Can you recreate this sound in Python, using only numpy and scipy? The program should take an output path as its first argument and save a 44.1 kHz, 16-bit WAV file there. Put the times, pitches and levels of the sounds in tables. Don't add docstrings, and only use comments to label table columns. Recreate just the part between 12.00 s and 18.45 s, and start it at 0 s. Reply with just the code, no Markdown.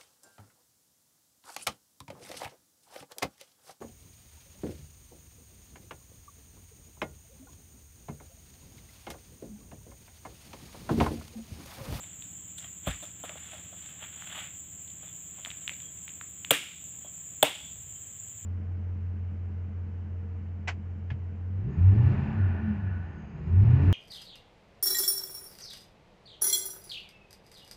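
import sys
import numpy as np
from scipy import signal
from scipy.fft import rfft, irfft
from scipy.io import wavfile

SR = 44100
rng = np.random.default_rng(int(sys.argv[2]) if len(sys.argv) > 2 else 0)


def store_wav(level_fs):
    pcm = np.round(np.clip(np.atleast_2d(level_fs), -1, 1) * 32767)
    wavfile.write(sys.argv[1], SR, pcm.T.astype(np.int16))


N = 284427
TIME = np.arange(N) / SR
CUTOFF_HZ = 15550

# frequency in Hz, level in dB against the direct sound.
TRUNK_SCATTER = [(100, -11), (300, -15.5), (600, -20.5), (1200, -5), (2100, 1.5), (3000, 1), (3700, -14.5),
                 (5200, -2.5), (8000, -6), (15000, -14)]


def from_db(db):
    return 10 ** (np.asarray(db) / 20)


def rms_one(x):
    return x / np.sqrt(np.mean(x ** 2) + 1e-20)


def in_time(rows):
    s, *columns = np.transpose(rows)
    return [np.interp(TIME, s, column) for column in columns]


def at_hz(points, hz):
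    known_hz, values = np.transpose(points)
    return np.interp(np.log(hz + 1), np.log(known_hz), values)


def colour(x, spectrum, size=8192):
    gain = rms_one(from_db(at_hz(spectrum, np.fft.rfftfreq(size, 1 / SR))))
    cepstrum = irfft(np.log(gain))
    fold = np.r_[1, np.full(size // 2 - 1, 2), 1, np.zeros(size // 2 - 1)]
    impulse_response = irfft(np.exp(rfft(cepstrum * fold)))
    return signal.oaconvolve(x, impulse_response)[:len(x)]


def drift(knots_per_s):
    knots = rng.standard_normal(N // 50)
    return np.interp(TIME * knots_per_s, np.arange(len(knots)), knots)


def resonate(x, hz, width_hz):
    r = np.exp(-np.pi * width_hz / SR)
    numerator = np.array([1, 0, -1]) * (1 - r * r) / 2
    denominator = [1, -2 * r * np.cos(2 * np.pi * hz / SR), r * r]
    return signal.lfilter(numerator, denominator, x + 1e-18)


def ring(modes, rise_s):
    t = TIME[:SR // 2]
    vibration = sum(from_db(db - 60 * t / t60) * np.sin(2 * np.pi * hz * t) for hz, db, t60 in modes)
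    return vibration * (1 - np.exp(-t / rise_s))


def grains(per_s, spread_db):
    sizes = from_db(spread_db * np.minimum(rng.exponential(1, N), 4)) * rng.choice([-1, 1], N)
    return rms_one(sizes * (rng.random(N) < per_s / SR))


def pulses(per_s, start):
    turns = start + np.cumsum(per_s) / SR
    return np.diff(np.floor(turns), prepend=np.floor(start))


def crack(envelope):
    burst = envelope * rng.standard_normal(len(envelope))
    for _ in range(4):
        flat = irfft(np.exp(1j * np.angle(rfft(burst))), len(envelope))
        burst = envelope * flat
    return rms_one(burst) * np.sqrt(np.mean(envelope ** 2))


def add(track, s, sound):
    at = round(s * SR)
    track[at:at + len(sound)] += sound[:N - at]


def cicadas(far_db=0.73, throb=0.98, smear_s=0.0022, width_hz=120, flutter_db=0.93):
    # time in seconds, level in dB.
    chorus_level = [(0, -47.5), (.7, -47.5), (1.6, -49.5), (2.3, -47.5), (3.2, -47), (4.3, -46.5),
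                    (5.1, -46), (5.8, -46), (6.45, -45.5)]
    # frequency in Hz, relative density in dB per Hz.
    chorus_band = [(5600, -41.5), (6050, -26), (6350, -14.5), (6800, -5.5), (7050, 3), (7450, 4),
                   (7900, -0.5), (8200, -18.5), (9300, -44), (11700, -51), (13000, -26.5), (13800, -26),
                   (14900, -11), (15600, -25)]
    # pitch in Hz, mean tymbal clicks per second, mean throbs per second,
    # mean level in dB against the chorus.
    near_insects = [(7114, 61, 29, -10), (7196, 160, 17, -7.5)]
    far = colour(rng.standard_normal(N), chorus_band)
    out = from_db(far_db + flutter_db * drift(25)) * far
    for hz, clicks_per_s, throbs_per_s, db in near_insects:
        pace = 1 + .025 * drift(1.6)
        buzz = signal.lfilter([1], [1, -np.exp(-1 / (smear_s * SR))], pulses(clicks_per_s * pace, 0))
        swell = 1 + throb * np.sin(2 * np.pi * np.cumsum(throbs_per_s * pace) / SR)
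        excitation = buzz * swell * rng.standard_normal(N)
        song = resonate(resonate(excitation, hz, width_hz), hz, width_hz=440)
        out += from_db(db + 0.68 * drift(4.1)) * rms_one(song)
    return from_db(in_time(chorus_level)[0]) * out


def engine(start=0.1998, smear_s_per_hz=.00009, boom_hz=96, boom_octaves=0.27):
    # time in seconds, firings per second, putter level in dB, boom level in dB.
    running = [(0, 15.8, -56.5, -87), (5.55, 15.45, -59.5, -78), (5.66, 13.2, -53, -68),
               (5.82, 11.8, -55, -57), (6.0, 13, -65, -56.5), (6.2, 15.5, -68, -58.5),
               (6.45, 11.8, -62, -53)]
    # order as a multiple of the firing rate, relative level in dB.
    exhaust = [(1, -35), (2, -28), (3, -24), (4, -25), (5, 3.5), (6, -1.5), (7, -0.5), (8, -29), (9, -35),
               (10, -7), (11, 2), (12, -3), (13, -21), (14, -11.5), (15, -10.5), (16, -23.5), (17, -20.5),
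               (18, -8.5), (19, -9), (20, -12), (21, -37), (22, -14.5), (23, -20.5), (24, -30)]
    per_s, putter_db, boom_db = in_time(running)
    waver, scatter_rad = .12, .45
    angle = 2 * np.pi * (start + np.cumsum(per_s) / SR)
    putter, boom = 0, 0
    for order, order_db in exhaust:
        hz = order * per_s
        phase = order * angle - np.pi * smear_s_per_hz * hz ** 2 + rng.normal(0, scatter_rad)
        strength = from_db(order_db) * (1 + waver * drift(16))
        putter = putter + strength * np.cos(phase + waver * drift(3.3))
        weight = 1 / (1 + (np.log2(hz / boom_hz) / boom_octaves) ** 4)
        boom = boom + weight * from_db(2 * drift(2.46)) * np.cos(phase + rng.uniform(0, 2 * np.pi))
    return from_db(putter_db) * rms_one(putter) + from_db(boom_db) * rms_one(boom)


def hum_and_hiss(level_db=-58):
    # frequency in Hz, relative density in dB per Hz.
    air_spectrum = [(20, -23), (45, 1), (75, 7.5), (150, 10.5), (300, -4), (500, -5.5), (1100, -10),
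                    (2200, -8), (3300, -4), (4100, -17), (5200, -35), (8500, -12.5), (12000, -31)]
    return from_db(level_db) * colour(rng.standard_normal(N), air_spectrum)


def litter(scrape_db=-1, crackle_db=-2, clump_db=3.5, clumps_per_s=110):
    # time of hardest push in seconds, build time in seconds,
    # fade time in seconds, soil scrape in dB and leaf crackle in dB before the overall trims.
    scuffs = [(0.04, 0.38, 0.17, -55.5, -52.5), (0.225, .02, 0.17, -67, -56.5),
              (0.583, 0.0083, 0.03, -63, -43), (0.65, 0.087, 0.028, -51.5, -58),
              (0.874, 0.025, 0.065, -36, -41.5), (1.038, 0.088, 0.075, -52, -48.5),
              (1.245, 0.072, 0.12, -51.5, -56), (1.53, 0.29, 0.15, -50.5, -52),
              (1.88, 0.33, 0.12, -56, -55.5), (2.029, 0.065, 0.11, -49.5, -76),
              (2.23, 0.11, 0.099, -61, -58), (2.39, 0.26, 0.12, -42, -55), (3.06, 0.12, 0.13, -58, -65),
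              (3.40, 0.13, 0.66, -56.5, -58)]
    # frequency in Hz, relative density in dB per Hz.
    soil_spectrum = [(200, -14), (420, -16), (650, 4), (1000, -1), (1400, 3), (2400, 3), (3400, 9.5),
                     (4200, -10.5), (5200, -36), (7000, -17)]
    leaf_spectrum = [(2000, -15), (3500, 25), (5200, 0), (7500, 28.5), (9500, 14.5), (12000, 10),
                     (14500, -37)]
    range_db = 20
    scrape, crackle = 0, 0
    for s, build_s, fade_s, soil_db, leaf_db in scuffs:
        push_db = -range_db * np.maximum((s - TIME) / build_s, (TIME - s) / fade_s)
        scrape = scrape + from_db(soil_db + push_db)
        crackle = crackle + from_db(leaf_db + push_db)
    clumps = from_db(clump_db * drift(clumps_per_s))
    soil = from_db(scrape_db) * scrape * clumps * grains(per_s=1400, spread_db=1.0)
    leaves = from_db(crackle_db) * crackle * clumps * grains(per_s=840, spread_db=-1.0)
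    return colour(soil, soil_spectrum) + colour(leaves, leaf_spectrum)


def clicks(crack_db=1, crack_s=0.002, octaves=0.28):
    # start in seconds, level in dB before the overall trim, pitch in Hz.
    snaps = [(0.043, -42, 2370), (0.222, -34.5, 3200), (.254, -44, 3130), (0.584, -35, 3400),
             (1.2931, -25, 2360), (1.86, -40, 3250), (2.222, -27, 1490), (2.878, -41.5, 3900),
             (2.902, -40, 3970), (3.4488, -22.5, 3070), (3.459, -25, 1870), (3.5031, -25.5, 3070),
             (3.514, -29.5, 2300), (3.6775, -17, 2650), (3.694, -19.5, 2170), (3.736, -37, 3420),
             (3.803, -37.5, 2920), (4.0792, -29.5, 2120), (4.092, -35.5, 2780), (4.2116, -23, 1370),
             (4.447, -21.5, 2700)]
    # frequency in Hz, relative level in dB.
    snap_spectrum = [(200, -18), (800, 4), (1500, 1), (3700, 6.5), (5000, -12), (8000, 4), (11000, -6.5),
                     (15000, -37)]
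    out, t = np.zeros(N), TIME[:SR // 20]
    rise_s = .0002
    envelope = (1 - np.exp(-t / rise_s)) * np.exp(-t / crack_s)
    for s, db, hz in snaps:
        edges_hz = [hz / 2 ** octaves, min(hz * 2 ** octaves, CUTOFF_HZ)]
        band = signal.butter(1, edges_hz, "band", fs=SR, output="sos")
        add(out, s, from_db(db + crack_db) * signal.sosfilt(band, crack(envelope)))
    return colour(out, snap_spectrum)


def bumps(rise_s=0.00052):
    # start in seconds, level in dB, t60 in seconds.
    contacts = [(0.868, -29, 0.1), (1.025, -45, 0.15), (1.236, -36, 0.075), (1.293, -45.5, 0.14),
                (1.354, -42.5, 0.052), (1.528, -51.5, 0.34), (1.725, -48.5, 0.11), (2.02, -48.5, 0.098),
                (2.348, -52, 0.41), (3.028, -51, 0.095), (3.383, -50, 0.097), (3.468, -44.5, 0.08),
                (3.711, -52, 0.06), (4.626, -43, 0.051), (5.045, -53, 0.16)]
    # frequency in Hz, relative density in dB per Hz.
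    husk_spectrum = [(60, -37), (170, -5), (300, -2.5), (420, -8), (620, 8), (950, -6.5), (1350, -1.5),
                     (2200, -42), (3400, -3), (5000, -53), (8000, -25), (15000, -22)]
    # start in seconds, level in dB.
    landing = (.8735, -28.5)
    # frequency in Hz, relative level in dB, t60 in seconds.
    ground_modes = [(60.7, 1, 0.19), (89, 2.5, 0.14), (128, 4.5, 0.089), (177, 5, 0.09), (263, -2.2, 0.1)]
    pressure, ground = np.zeros(N), np.zeros(N)
    t = TIME[:SR // 2]
    for s, db, t60 in contacts:
        add(pressure, s, from_db(db - 60 * t / t60) * (1 - np.exp(-t / rise_s)))
    landing_s, landing_db = landing
    add(ground, landing_s, from_db(landing_db) * ring(ground_modes, rise_s=0.0015))
    crushing = pressure * grains(per_s=17000, spread_db=2.0)
    return colour(crushing, husk_spectrum) + ground


def faint_tones(blur_hz=130):
    # start in seconds, length in seconds, pitch in Hz, level in dB.
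    tone_rows = [(3.02, 0.15, 3420, -63), (3.792, 0.14, 3290, -58), (5.019, .09, 3280, -59.5),
                 (5.535, 0.22, 3400, -54), (5.94, 0.063, 3100, -59.5)]
    out = np.zeros(N)
    for s, length_s, hz, db in tone_rows:
        shape = np.hanning(round(length_s * SR))
        steady = resonate(resonate(rng.standard_normal(SR), hz, blur_hz), hz, blur_hz)
        tone = steady[-len(shape):]
        add(out, s, from_db(db) * shape * rms_one(tone))
    return out


def chops(sink_s=0.00295, release_s=0.0016, bite_s=0.00018):
    # start in seconds, tearing level in dB, tearing length in seconds, stalk level in dB,
    # blade level in dB, thump pitch in Hz, thump level in dB.
    blow_rows = [(4.5069, -11, 0.01, -17.5, 0.5, 532, -12), (5.4268, -13, 0.00675, -20, 2, 622, -2)]
    # frequency in Hz, relative level in dB, t60 in seconds.
    stalk_modes = [(140, -4, 0.073), (291.4, -3, 0.15), (467, 4, 0.074), (830, -29, 0.12)]
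    blade_modes = [(2394, -10, 0.011), (3400, 0, 0.016), (3530, -15, 0.017)]
    # ratio to the thump pitch, relative level in dB, t60 in seconds.
    thump_modes = [(1, 0, 0.039), (1.26, 2, 0.022)]
    # frequency in Hz, relative density in dB per Hz.
    fibre_spectrum = [(110, -11.5), (290, 2), (390, -10), (540, 11.5), (950, -3), (1350, 2), (2000, -3),
                      (3200, 7), (4200, -7), (5200, -25), (7600, 3), (9500, -5), (12000, -7), (15000, -1.5)]
    tear, body = np.zeros(N), np.zeros(N)
    t = TIME[:SR // 10]
    for s, tear_db, length_s, stalk_db, blade_db, thump_hz, thump_db in blow_rows:
        cutting = (1 - np.exp(-t / bite_s)) * np.exp(-np.maximum(t - length_s, 0) / release_s)
        thump = [(ratio * thump_hz, db + thump_db, t60) for ratio, db, t60 in thump_modes]
        add(tear, s, from_db(tear_db) * crack(cutting))
        add(body, s, from_db(blade_db) * ring(blade_modes, rise_s=0.0025))
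        stalk = from_db(stalk_db) * ring(stalk_modes, rise_s=0.0033)
        add(body, s + sink_s, stalk + ring(thump, rise_s=0.0019))
    return colour(tear, fibre_spectrum) + body


def trunks(x, db=-13, echoes_per_s=2500, first_s=0.0074, t60=0.49):
    t = TIME[:SR // 2]
    decay = (t > first_s) * from_db(-60 * t / t60)
    taps = grains(echoes_per_s, spread_db=6.5)[:len(t)] * decay
    response = rms_one(colour(taps, TRUNK_SCATTER)) / np.sqrt(len(t))
    return from_db(db) * signal.oaconvolve(x, response)[:N]


def grove(x, build_s=0.011, spread_s=0.034, count=16):
    # frequency in Hz, t60 in seconds.
    scatter_t60 = [(150, 0.75), (700, 0.3), (1500, 0.25), (3000, 0.94), (5500, 0.81), (9000, 0.54),
                   (15000, 0.3)]
    t, edges_hz = TIME[:SR], np.geomspace(150, 16000, count + 1)
    white, out = rng.standard_normal((2, N)), 0
    for k, band in enumerate(zip(edges_hz, edges_hz[1:])):
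        sos = signal.butter(3, band, "band", fs=SR, output="sos")
        hz = np.sqrt(np.prod(band))
        decay = from_db(-60 * t / at_hz(scatter_t60, hz))
        tail = (1 - np.exp(-(t / build_s) ** 2)) / np.hypot(1, t / spread_s) * decay
        source_energy = signal.sosfilt(sos, x + 1e-9 * white[0]) ** 2
        energy = signal.oaconvolve(source_energy, tail ** 2 / np.sum(tail ** 2))[:N]
        carrier = rms_one(signal.sosfilt(sos, white[k % 2]))
        out = out + from_db(at_hz(TRUNK_SCATTER, hz)) * np.sqrt(np.abs(energy)) * carrier
    return out


def scene(step_echo_db=-5, click_echo_db=-11, diffuse_db=0.5):
    background = cicadas() + engine() + hum_and_hiss()
    steps, ticks, tones, blows = litter() + bumps(), clicks(), faint_tones(), chops()
    outward = blows + from_db(step_echo_db) * steps + from_db(click_echo_db) * ticks
    echoes = trunks(outward) + from_db(diffuse_db) * grove(outward)
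    return (background + steps + ticks + tones + blows + echoes)[None]


def record(dry, limit_db=-7, release_db_per_s=22, low_cut_hz=45):
    x = signal.sosfilt(signal.butter(6, low_cut_hz, "high", fs=SR, output="sos"), dry[0])
    over_db = np.maximum(20 * np.log10(np.abs(x) + 1e-9) - limit_db, 0)
    recovery_db = release_db_per_s * TIME
    held_db = np.maximum.accumulate(over_db + recovery_db) - recovery_db
    attack_s, top = .005, .62
    r = np.exp(-1 / (attack_s * SR))
    reduction_db = signal.lfilter([1 - r], [1, -r], held_db)
    x = top * np.tanh(x * from_db(-reduction_db) / top)
    return signal.sosfilt(signal.ellip(12, .1, 70, CUTOFF_HZ, fs=SR, output="sos"), x)[None]


dry = scene()
out = record(dry)
store_wav(out)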